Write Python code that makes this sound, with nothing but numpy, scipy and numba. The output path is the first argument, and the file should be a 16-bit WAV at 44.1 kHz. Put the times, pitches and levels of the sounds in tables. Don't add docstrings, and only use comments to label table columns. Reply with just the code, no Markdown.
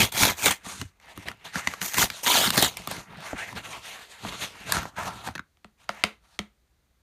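import sys
import numpy as np
from scipy import signal
from scipy.fft import rfft, irfft, next_fast_len
from scipy.io import wavfile
from scipy.ndimage import map_coordinates
from numba import njit

SR = 44100
rng = np.random.default_rng(int(sys.argv[2]) if len(sys.argv) > 2 else 0)


def int16_out(signal):
    q = np.round(np.clip(np.atleast_2d(signal).T, -1, 1) * 32767)
    wavfile.write(sys.argv[1], SR, q.astype(np.int16))


N = 309581
T = np.arange(N) / SR

# start_s, attack_s, hold_s, level_db, panel_flex_db (relative), treble_db (relative)
RIPS = [
    [(0.0, 0.001, 0.039, -17.5, -4, -5.5)],
    [(.118, 0.0034, 0.053, -37, -14.5, -0.5), (.13, 0.11, 0.019, -19, -6.5, -2),
     (.26, 0.017, .03, -23.5, -4.5, -7)],
    [(.355, .06, 0.022, -34, -18, -2.5), (.41, 0.032, 0.025, -24.5, -16, -3),
     (.453, 0.0041, .028, -19, -11, -5), (.505, 0.0027, 0.0041, -20.5, -11, -6)],
    [(1.805, 0.021, 0.061, -34.5, -8, 2), (1.89, 0.057, 0.015, -33.5, -19.5, -1.5),
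     (1.962, .025, 0.046, -18.5, -8, -2.5)],
    [(2.225, .012, .018, -35, -13, 2.5), (2.25, 0.025, 0.067, -19, -26, -5.5),
     (2.335, 0.018, 0.035, -17, -19.5, -6.5), (2.38, 0.032, 0.066, -21, -11.5, -5)],
    [(2.518, .022, .014, -25.5, -8, -3.5), (2.562, .016, .012, -19, -7, -5),
     (2.6, 0.007, 0.011, -27, -13.5, -3), (2.621, .004, 0.018, -17.5, -9.5, -7),
     (2.65, 0.0091, 0.026, -31, -11, -4.5)],
]


def undb(db):
    return 10 ** (np.asarray(db) / 20)


def unit(x):
    return x / np.sqrt(np.mean(x ** 2) + 1e-20)


def unit_hit(x):
    return x / np.sqrt(np.sum(x ** 2) / (SR / 100))


def add(out, start_s, x):
    i = max(int(start_s * SR), 0)
    out[i:i + len(x)] += x[:max(len(out) - i, 0)]


def colour(x, points):
    hz, db = np.transpose(points)
    size = next_fast_len(len(x))
    f = np.maximum(np.fft.rfftfreq(size, 1 / SR), 1)
    gain = undb(np.interp(np.log(f), np.log(hz), db))
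    return irfft(rfft(x, size) * gain, size)[:len(x)]


def band(x, lo_hz, hi_hz):
    edges = [lo_hz, min(hi_hz, SR / 2 - 100)]
    return signal.sosfilt(signal.butter(2, edges, "band", fs=SR, output="sos"), x)


def split(x, hz):
    low = signal.sosfiltfilt(signal.butter(4, hz, fs=SR, output="sos"), x)
    return low, x - low


def resonate(x, peaks):
    out = 0
    for hz, width, db in peaks:
        b, a = signal.iirpeak(hz, hz / np.clip(width, 40, hz), fs=SR)
        out = out + undb(db) * signal.lfilter(b, a, x)
    return out


def walk(n, rate):
    knots = rng.standard_normal(int(n * rate / SR) + 2)
    return np.sqrt(3 / 2) * np.interp(np.arange(n) * rate / SR, np.arange(len(knots)), knots)


def swell(t, rise_s, decay_s):
    return (1 - np.exp(-(t / rise_s) ** 2)) * np.exp(-t / decay_s)


def snaps(n, rate, spread_db):
    size = undb(spread_db * np.minimum(rng.exponential(size=n), 4))
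    return (rng.random(n) < rate / SR) * size * rng.choice([-1, 1], n)


def burst(t, rise_s, decay_s):
    return rng.choice([-1, 1], len(t)) * swell(t, rise_s, decay_s)


def crackle(n, rate, mid_hz, ring_s, spread_db):
    out, t = np.zeros(n), T[:SR // 60]
    for when, pitch, size in rng.random((max(int(rate * n / SR), 1), 3)):
        hz = mid_hz * 2 ** (3.4 * (pitch - .5))
        ping = np.sin(2 * np.pi * hz * t) * swell(t, rise_s=0.0002, decay_s=ring_s)
        add(out, when * n / SR, undb(spread_db * size) * ping * np.sqrt(mid_hz / hz))
    return unit(out)


def flicker(x, depth_db, rate):
    out = 0
    for hz in 700 * 2 ** np.arange(5):
        low, x = split(x, hz)
        out = out + low * undb(depth_db * walk(len(x), rate))
    return out + x


def bend(x, share, rate):
    i = np.arange(len(x))
    return map_coordinates(x, [i + np.cumsum(share * walk(len(x), rate))], order=3, mode="mirror")


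@njit
def glide(x, hz, q):
    y, b, l = np.empty(len(x)), 0., 0.
    for i in range(len(x)):
        g = np.tan(np.pi * hz[i] / SR)
        v = (b + g * (x[i] - l)) / (1 + g * (g + 1 / q))
        b, l, y[i] = 2 * v - b, l + 2 * g * v, v / q
    return y


def still_air(level_db=-67.5):
    # pitch_hz, level_db
    air_outline = [(15, -49), (25, -13), (42, -2.5), (65, 6), (91, -7.5), (372, -19), (460, -20.5),
                   (703, -22), (4030, -28.5), (12900, -35.5), (14000, -36)]
    return undb(level_db) * unit(colour(rng.standard_normal(N), air_outline))


def effort(rows, sag_db_s, release_db_s, curve=1.006):
    start, attack, hold, level_db, flex_db, treble_db = np.transpose(rows)[:, :, None]
    coarse = T[::40]
    t = coarse - start - attack
    rise = np.clip(1 + t / np.maximum(attack, 1 / SR), 0, 1) ** curve
    fall_db = sag_db_s * np.clip(t, 0, hold) + release_db_s * np.maximum(t - hold, 0)
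    gain = rise * undb(level_db - fall_db)
    return np.array([np.interp(T, coarse, np.linalg.norm(gain * undb(db), axis=0))
                     for db in (0, flex_db, treble_db)])


def flex(n, rate, jerk_db, face_db=-3):
    # pitch_hz, level_db
    panel_outline = [(25, -25), (50, 0.5), (80, -3.5), (120, 0.5), (180, -2), (240, -6), (320, -7.5),
                     (450, -11), (900, -38)]
    # pitch_hz, width_hz (40 at least), level_db
    face_peaks = [(105.9, 74, -2), (194, 45, 1.5), (338, 35, 2)]
    jerks = snaps(n, rate, spread_db=1.5) * undb(jerk_db * walk(n, rate=36))
    thuds = colour(jerks, panel_outline)
    return unit(unit(thuds) + undb(face_db) * unit(resonate(thuds, face_peaks)))


def tearing(rips, tear_db=-1.4, flap_db=-3, bundle_db=-6, flute_db=-9, flex_db=-4, treble_db=0):
    # pitch_hz, width_hz, level_db
    flap_peaks = [
        [(863, 83, -1), (1340, 100, 4), (2390, 400, 4), (3280, 79, 15), (6330, 400, -3)],
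        [(872, 220, -10.5), (2285, 240, 5), (3280, 190, 5), (6470, 790, -12.5)],
        [(922, 130, -8), (2380, 240, 11), (3380, 260, 2), (5970, 1000, -13)],
        [(1260, 280, 0.5), (1950, 370, 10), (3155, 200, 13), (4080, 330, -9), (5200, 780, -14)],
        [(950, 60, 12), (1800, 400, -1.5), (3100, 960, 2.5), (3970, 930, -7)],
        [(700, 370, 6.5), (2170, 110, 11.5), (2790, 490, 11.5), (3810, 350, 5.5), (6660, 670, 6)],
    ]
    # pitch_hz, level_db
    fibre_outline = [(150, -35.5), (250, -1), (496, -5.5), (919, 1.5), (1050, -3), (1650, -6), (2240, -0.5),
                     (2950, 2), (3380, 1), (4930, -7), (6480, -9), (10500, -14), (13500, -13.5),
                     (15000, -17)]
    out = np.zeros(N)
    n = SR // 2
    for pulls, gains, flap in zip(RIPS, rips, flap_peaks):
        start = max(pulls[0][0], 0)
        body_gain, flex_gain, treble_gain = gains[:, int(start * SR):][:, :n]
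        catch = undb(0.31 * walk(n, rate=130) + 2.0 * walk(n, rate=600))
        fibres = flicker(snaps(n, rate=5000, spread_db=2.5) * catch, depth_db=-0.5, rate=81)
        body, treble = split(colour(fibres, fibre_outline), hz=5270)
        ring = bend(resonate(fibres, flap), share=.005, rate=35)
        bundles = crackle(n, rate=350, mid_hz=3857, ring_s=0.0021, spread_db=10)
        flutes = crackle(n, rate=76, mid_hz=1580, ring_s=0.0018, spread_db=6.5)
        body = unit(body) + undb(flap_db) * unit(ring)
        body = unit(body + undb(bundle_db) * bundles + undb(flute_db) * flutes)
        rip = body_gain * undb(tear_db) * body
        rip = rip + treble_gain * undb(treble_db) * unit(treble)
        rip = rip + flex_gain * undb(flex_db) * flex(n, rate=900, jerk_db=2.5)
        add(out, start, rip)
    return out


def crack(body_db, hz, thud_db, snap_db, ring_db=0, sag_db=-10, sag_hz=80):
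    t = T[:SR // 12]
    ring = np.sin(2 * np.pi * hz * t) * swell(t, rise_s=0.00095, decay_s=0.002)
    top_hz = np.clip(2.28 * hz, 900, 4200)
    spray = unit_hit(band(burst(t, rise_s=0.0011, decay_s=.0018), 600, top_hz))
    body = unit_hit(spray + undb(ring_db) * unit_hit(ring))
    snap = unit_hit(band(burst(t, rise_s=0.001, decay_s=0.00095), 2400, 13500))
    thud = unit_hit(band(burst(t, rise_s=0.0013, decay_s=0.0081), 110, 270))
    sag = unit_hit(np.sin(2 * np.pi * sag_hz * t) * swell(t, rise_s=0.005, decay_s=0.015))
    thud = unit_hit(thud + undb(sag_db) * sag)
    return undb(body_db) * body + undb(snap_db) * snap + undb(thud_db) * thud


def small_cracks(work, rate=18, top_db=-5.5, spread_db=4, mid_hz=1710, thud_db=-10, snap_db=-6, spread_oct=.6):
    out = np.zeros(N)
    for when, size, pitch in rng.random((int(rate * N / SR), 3)):
        hz = mid_hz * 2 ** (spread_oct * (2 * pitch - 1))
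        gain = work[int(when * N)] * undb(top_db + spread_db * (2 * size - 2))
        add(out, when * N / SR, gain * crack(0, hz, thud_db, snap_db))
    return out


def cracks_and_edge_clicks(body_db=0, thud_db=0, snap_db=0):
    # start_s, body_db, ring_hz, thud_db, snap_db
    crack_rows = [(0.1227, -45, 910, -48.5, -38), (0.2324, -15.5, 2380, -30, -25.5),
                  (0.4585, -19.5, 3830, -34, -20), (0.4824, -21.5, 3450, -33, -35),
                  (0.664, -43, 790, -38, -58), (0.8139, -32.5, 2900, -30.5, -40.5),
                  (0.999, -59, 2080, -77.5, -69.5), (1.175, -41.5, 1250, -37, -48),
                  (1.284, -30, 1960, -43, -46), (1.3146, -39, 1400, -56, -55),
                  (1.556, -27.5, 1450, -29, -42), (1.593, -35.5, 1360, -60.5, -53),
                  (1.672, -20, 2010, -32.5, -50), (1.7368, -33.5, 1160, -58, -48),
                  (1.8152, -26.5, 2910, -38, -37), (1.9423, -29.5, 2704, -44.5, -33),
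                  (1.982, -27, 1290, -28, -27), (2.0175, -21.5, 3570, -30.5, -32),
                  (2.0256, -23.5, 1300, -31.5, -33), (2.1007, -29.5, 2400, -44, -41),
                  (2.263, -25, 1920, -39, -40), (2.474, -28, 4500, -26.5, -46),
                  (2.5038, -22.5, 2880, -32, -25.5), (2.577, -21, 3460, -22, -21),
                  (2.6248, -20.5, 780, -22, -18), (2.77, -41, 2370, -58, -36),
                  (2.8734, -31.5, 1160, -36.5, -35), (2.9126, -34, 610, -47, -35.5),
                  (3.3304, -30.5, 594, -31.5, -60), (3.5272, -42, 1000, -43, -58),
                  (4.3232, -40.5, 1100, -45, -55), (4.2488, -34.5, 730, -34, -61),
                  (4.7215, -22, 1680, -53, -21.5), (4.768, -29, 1430, -34, -52),
                  (4.8534, -35, 725, -39, -60), (4.9826, -36, 680, -40, -60),
                  (5.2741, -32.5, 785, -36, -59), (5.286, -33.5, 790, -42, -58),
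                  (5.352, -35.5, 2620, -40, -56), (5.3578, -38, 1810, -44, -53),
                  (5.3786, -38.5, 1530, -49, -63), (5.393, -34, 1470, -41, -65)]
    out = np.zeros(N)
    for start, mid_db, hz, low_db, high_db in crack_rows:
        add(out, start, crack(mid_db + body_db, hz, low_db + thud_db, high_db + snap_db))
    return out


def bumps(rise_s=0.0043, decay_s=0.015):
    # start_s, level_db, pitch_hz
    releases = [(.335, -44, 80), (0.794, -36, 105), (.848, -37, 85), (3.101, -43.5, 133), (3.176, -40, 154),
                (3.329, -37.5, 55), (4.776, -31, 58), (5.3, -41, 87)]
    out, t = np.zeros(N), T[:SR // 6]
    for start, db, hz in releases:
        swing = np.sin(2 * np.pi * hz * t) * swell(t, rise_s, decay_s)
        add(out, start, undb(db) * unit_hit(swing))
    return out


def sliding(body_gain, flex_gain, hiss_gain, rub_db=0, hiss_db=0, flex_db=-1, patch_db=-4, crinkle_db=-8,
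            press_db=8, patch_mid_hz=1400, patch_drop_oct=0.33, patch_wander_oct=0.2):
    # pitch_hz, level_db
    rub_outline = [(150, -34), (280, -5.5), (430, 0.5), (600, 1), (1000, -1), (1400, -4.5), (2100, 4),
                   (2700, 5.5), (3700, -3), (4900, -10), (6400, -9.5), (8500, -13), (13000, -19),
                   (14400, -35.5)]
    # pitch_hz, width_hz, level_db
    tube_peaks = [(710, 700, 0.5), (925, 65, -4.5), (1330, 73, 3), (1824, 92, -7)]
    # time_s, level_db
    tube_opening = [(4.1, -15), (4.3, -17), (4.65, -16), (4.85, 0.5), (5.1, -4), (5.3, -7.5), (5.5, -8)]
    press = np.clip(np.sqrt(undb(press_db) * flex_gain / (body_gain + 1e-12)), .45, 1.3)
    stick_slip = press * (0.79 * walk(N, rate=83) + 0.57 * walk(N, rate=280))
    grip = undb(stick_slip + 1.64 * walk(N, rate=26))
    grains = flicker(snaps(N, rate=14000, spread_db=2.0) * grip, depth_db=2.0, rate=35)
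    body, hiss = split(colour(grains, rub_outline), hz=3690)
    patch_oct = patch_wander_oct * walk(N, rate=12) - patch_drop_oct * np.log2(press)
    patch = glide(grains, patch_mid_hz * 2 ** patch_oct, 3.)
    crinkles = press * crackle(N, rate=130, mid_hz=1930, ring_s=0.0027, spread_db=18.5)
    body = unit(unit(body) + undb(patch_db) * unit(patch) + undb(crinkle_db) * crinkles)
    tube_gain = undb(np.interp(T, *np.transpose(tube_opening)))
    tube = unit(resonate(band(grains, lo_hz=520, hi_hz=2110), tube_peaks))
    body = (body + tube_gain * tube) / np.sqrt(1 + tube_gain + tube_gain ** 2)
    rub = body_gain * undb(rub_db) * body + hiss_gain * undb(hiss_db) * unit(hiss)
    return rub + flex_gain * undb(flex_db) * flex(N, rate=400, jerk_db=0.5)


def strike(t, modes, favoured_hz, octave_db=6):
    hz, db, t60 = np.transpose(modes)[:, :, None]
    sign = (-1) ** np.arange(len(hz))[:, None]
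    gain = undb(db - octave_db * np.abs(np.log2(hz / favoured_hz))) * sign
    hz = hz * (1 + 0.012 * rng.standard_normal(hz.shape))
    return unit_hit(np.sum(gain * np.sin(2 * np.pi * hz * t) * 1000 ** (-t / t60), axis=0))


def knocks(thud_db=0, clack_db=0, click_db=0, tick_db=-2, lag_s=0.00099, wash_db=-13, wash_t60=0.22):
    # start_s, shelf_thud_db, case_clack_db, edge_click_db, reference_pitch_hz
    contacts = [(5.571, -77, -70.5, -68, 2100), (5.645, -48, -48, -50.5, 1900),
                (5.8915, -41, -25.5, -31.5, 1150), (6.0379, -31, -24, -15.5, 2900),
                (6.3906, -31.5, -34.5, -28, 2000)]
    # pitch_hz, level_db, t60_s
    shelf_modes = [(69.2, -8.5, 0.14), (118, -9.5, 0.079), (178, -5, 0.098), (211, -4, 0.16),
                   (325.4, 1.5, 0.023), (428, -5, 0.032)]
    shell_modes = [(593, -3, 0.031), (710, 2, 0.018), (960, 1.5, 0.015), (1285, 8.5, 0.013),
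                   (1453, 7.5, 0.005)]
    edge_modes = [(1894, -2, .008), (2140, -9.5, 0.0036), (2400, -5.5, 0.0055), (2724, 8.5, 0.0029),
                  (3147, 0.5, 0.016), (3180, -0.5, 0.012), (5640, -12, .004)]
    # pitch_hz, level_db
    wash_outline = [(120, -19), (300, 3), (800, -0.5), (2200, -3), (3500, -5), (5500, -14), (9000, -17.5),
                    (15000, -29)]
    out, t = np.zeros(N), T[:SR // 5]
    for start, low_db, mid_db, high_db, hz in contacts:
        tick = unit_hit(band(burst(t, rise_s=0.00026, decay_s=0.0012), 1380, 5700))
        edge = unit_hit(strike(t, edge_modes, hz) + undb(tick_db) * tick)
        add(out, start, undb(high_db + click_db) * edge)
        shell = strike(t, shell_modes, hz, octave_db=-1.0)
        add(out, start + lag_s, undb(mid_db + clack_db) * shell)
        shelf = strike(t, shelf_modes, hz, octave_db=1.0)
        add(out, start + lag_s, undb(low_db + thud_db) * shelf)
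        fade = swell(t, rise_s=0.0031, decay_s=wash_t60 / np.log(1000))
        wash = unit_hit(colour(rng.standard_normal(len(t)), wash_outline) * fade)
        add(out, start, undb((mid_db + high_db) / 2 + wash_db) * wash)
    return out


def near_hand(x, echo_db=-12, delay_s=0.0002266, sway=0.32):
    lag = delay_s * SR * np.exp(sway * walk(N, rate=5))
    bright = band(x, lo_hz=702, hi_hz=19600)
    echo = map_coordinates(bright, [np.arange(N) - lag], order=3, mode="mirror")
    return (x + undb(echo_db) * echo) / np.sqrt(1 + undb(echo_db) ** 2)


def room(x, wet_db, t60_low=0.16, t60_high=0.13):
    # delay_s, level_db
    early_echoes = [(.0019, -26.5), (.0043, -22), (.0071, -31.5), (0.011, -21.5)]
    t = T[:SR // 3]
    low, high = split(rng.standard_normal(len(t)), hz=3730)
    tail = low * 1000 ** (-t / t60_low) + 0.53 * high * 1000 ** (-t / t60_high)
    tail = tail * (t > .004)
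    response = undb(wet_db) * tail / np.sqrt(np.sum(tail ** 2))
    for delay_s, db in early_echoes:
        add(response, delay_s, [undb(db)])
    return x + signal.fftconvolve(x, response)[:N]


def scene():
    # start_s, attack_s, hold_s, level_db, panel_flex_db (relative), hiss_db (relative)
    stroke_rows = [(.58, .03, .02, -58, -7.5, -6), (.625, .04, .15, -46.5, -2, 3),
                   (.87, .04, .12, -70.5, -3.5, -14), (.99, 0.1, 0.027, -45.5, -17, -13.5),
                   (1.14, 0.021, 0.087, -48, -3.5, -8), (1.25, 0.027, 0.0057, -36, -4, -12.5),
                   (1.35, 0.064, 0.13, -54.5, -12, -14), (1.44, 0.013, 0.0087, -37, -12.5, -6),
                   (1.52, 0.046, 0.036, -37, -9, -5.5), (1.61, 0.032, 0.1, -42.5, -10, -6),
                   (1.75, 0.034, .04, -50.5, -10, -5), (2.07, 0.05, 0.073, -44.5, -12, 1.5),
                   (2.69, 0.033, 0.29, -50, -3.5, -3), (2.766, 0.0025, .04, -39, -8, -6),
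                   (2.87, 0.029, 0.097, -40, -2.5, -5.5), (3.05, 0.063, 0.093, -46.5, -1.5, -21),
                   (3.16, 0.1, .06, -38.5, -16.5, -10.5), (3.35, 0.041, 0.049, -36, -17.5, -11.5),
                   (3.45, 0.03, 0.046, -42, -7, -10), (3.545, 0.018, 0.016, -38, -1, -10),
                   (3.62, 0.036, 0.13, -39.5, -9.5, -7), (3.78, 0.076, .18, -43.5, -17.5, -5.5),
                   (4.05, 0.083, 0.16, -48, -17.5, -5), (4.2, 0.069, .085, -38.5, -4, -5),
                   (4.36, 0.066, 0.02, -34, -9, -3), (4.46, 0.12, 0.24, -45, -8, -10),
                   (4.64, 0.094, 0.021, -30.5, -4.5, -8), (4.755, 0.014, 0.019, -28.5, -7.5, -10),
                   (4.8, 0.018, 0.018, -37.5, -2.5, -8), (4.87, 0.094, 0.035, -58, 2, -13),
                   (4.955, 0.034, .06, -35, -7.5, -12), (5.035, .033, 0.013, -33, -2, -10.5),
                   (5.1, 0.033, 0.09, -42, -6, -9.5), (5.22, 0.051, 0.0046, -36.5, -5.5, -8.5),
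                   (5.77, 0.049, 0.027, -59.5, -11.5, -7), (5.88, 0.025, .12, -47.5, -16, -13.5),
                   (6.2, .05, 0.11, -66, -6.5, -3.5)]
    air = still_air()
    rips = [effort(pulls, sag_db_s=26, release_db_s=521) for pulls in RIPS]
    strokes = effort(stroke_rows, sag_db_s=20.5, release_db_s=306.5)
    work = (sum(rips) + strokes)[0]
    card = tearing(rips) + small_cracks(work) + cracks_and_edge_clicks() + bumps() + sliding(*strokes)
    card = band(card, lo_hz=42, hi_hz=20000)
    shelf = room(knocks(), wet_db=-18.5, t60_low=.2, t60_high=.18)
    return (room(near_hand(card), wet_db=-20.5) + shelf + air)[None]


def record(dry, ceiling=0.64, port_db=-15, top_hz=15200):
    inner = np.pad(dry, ((0, 0), (17, 0)))[:, :N]
    heard = dry - undb(port_db) * band(inner, lo_hz=1477, hi_hz=19400)
    rounded = ceiling * np.tanh(heard / ceiling)
    return signal.sosfilt(signal.ellip(8, .2, 70, top_hz, fs=SR, output="sos"), rounded)


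dry = scene()
out = record(dry)
int16_out(out)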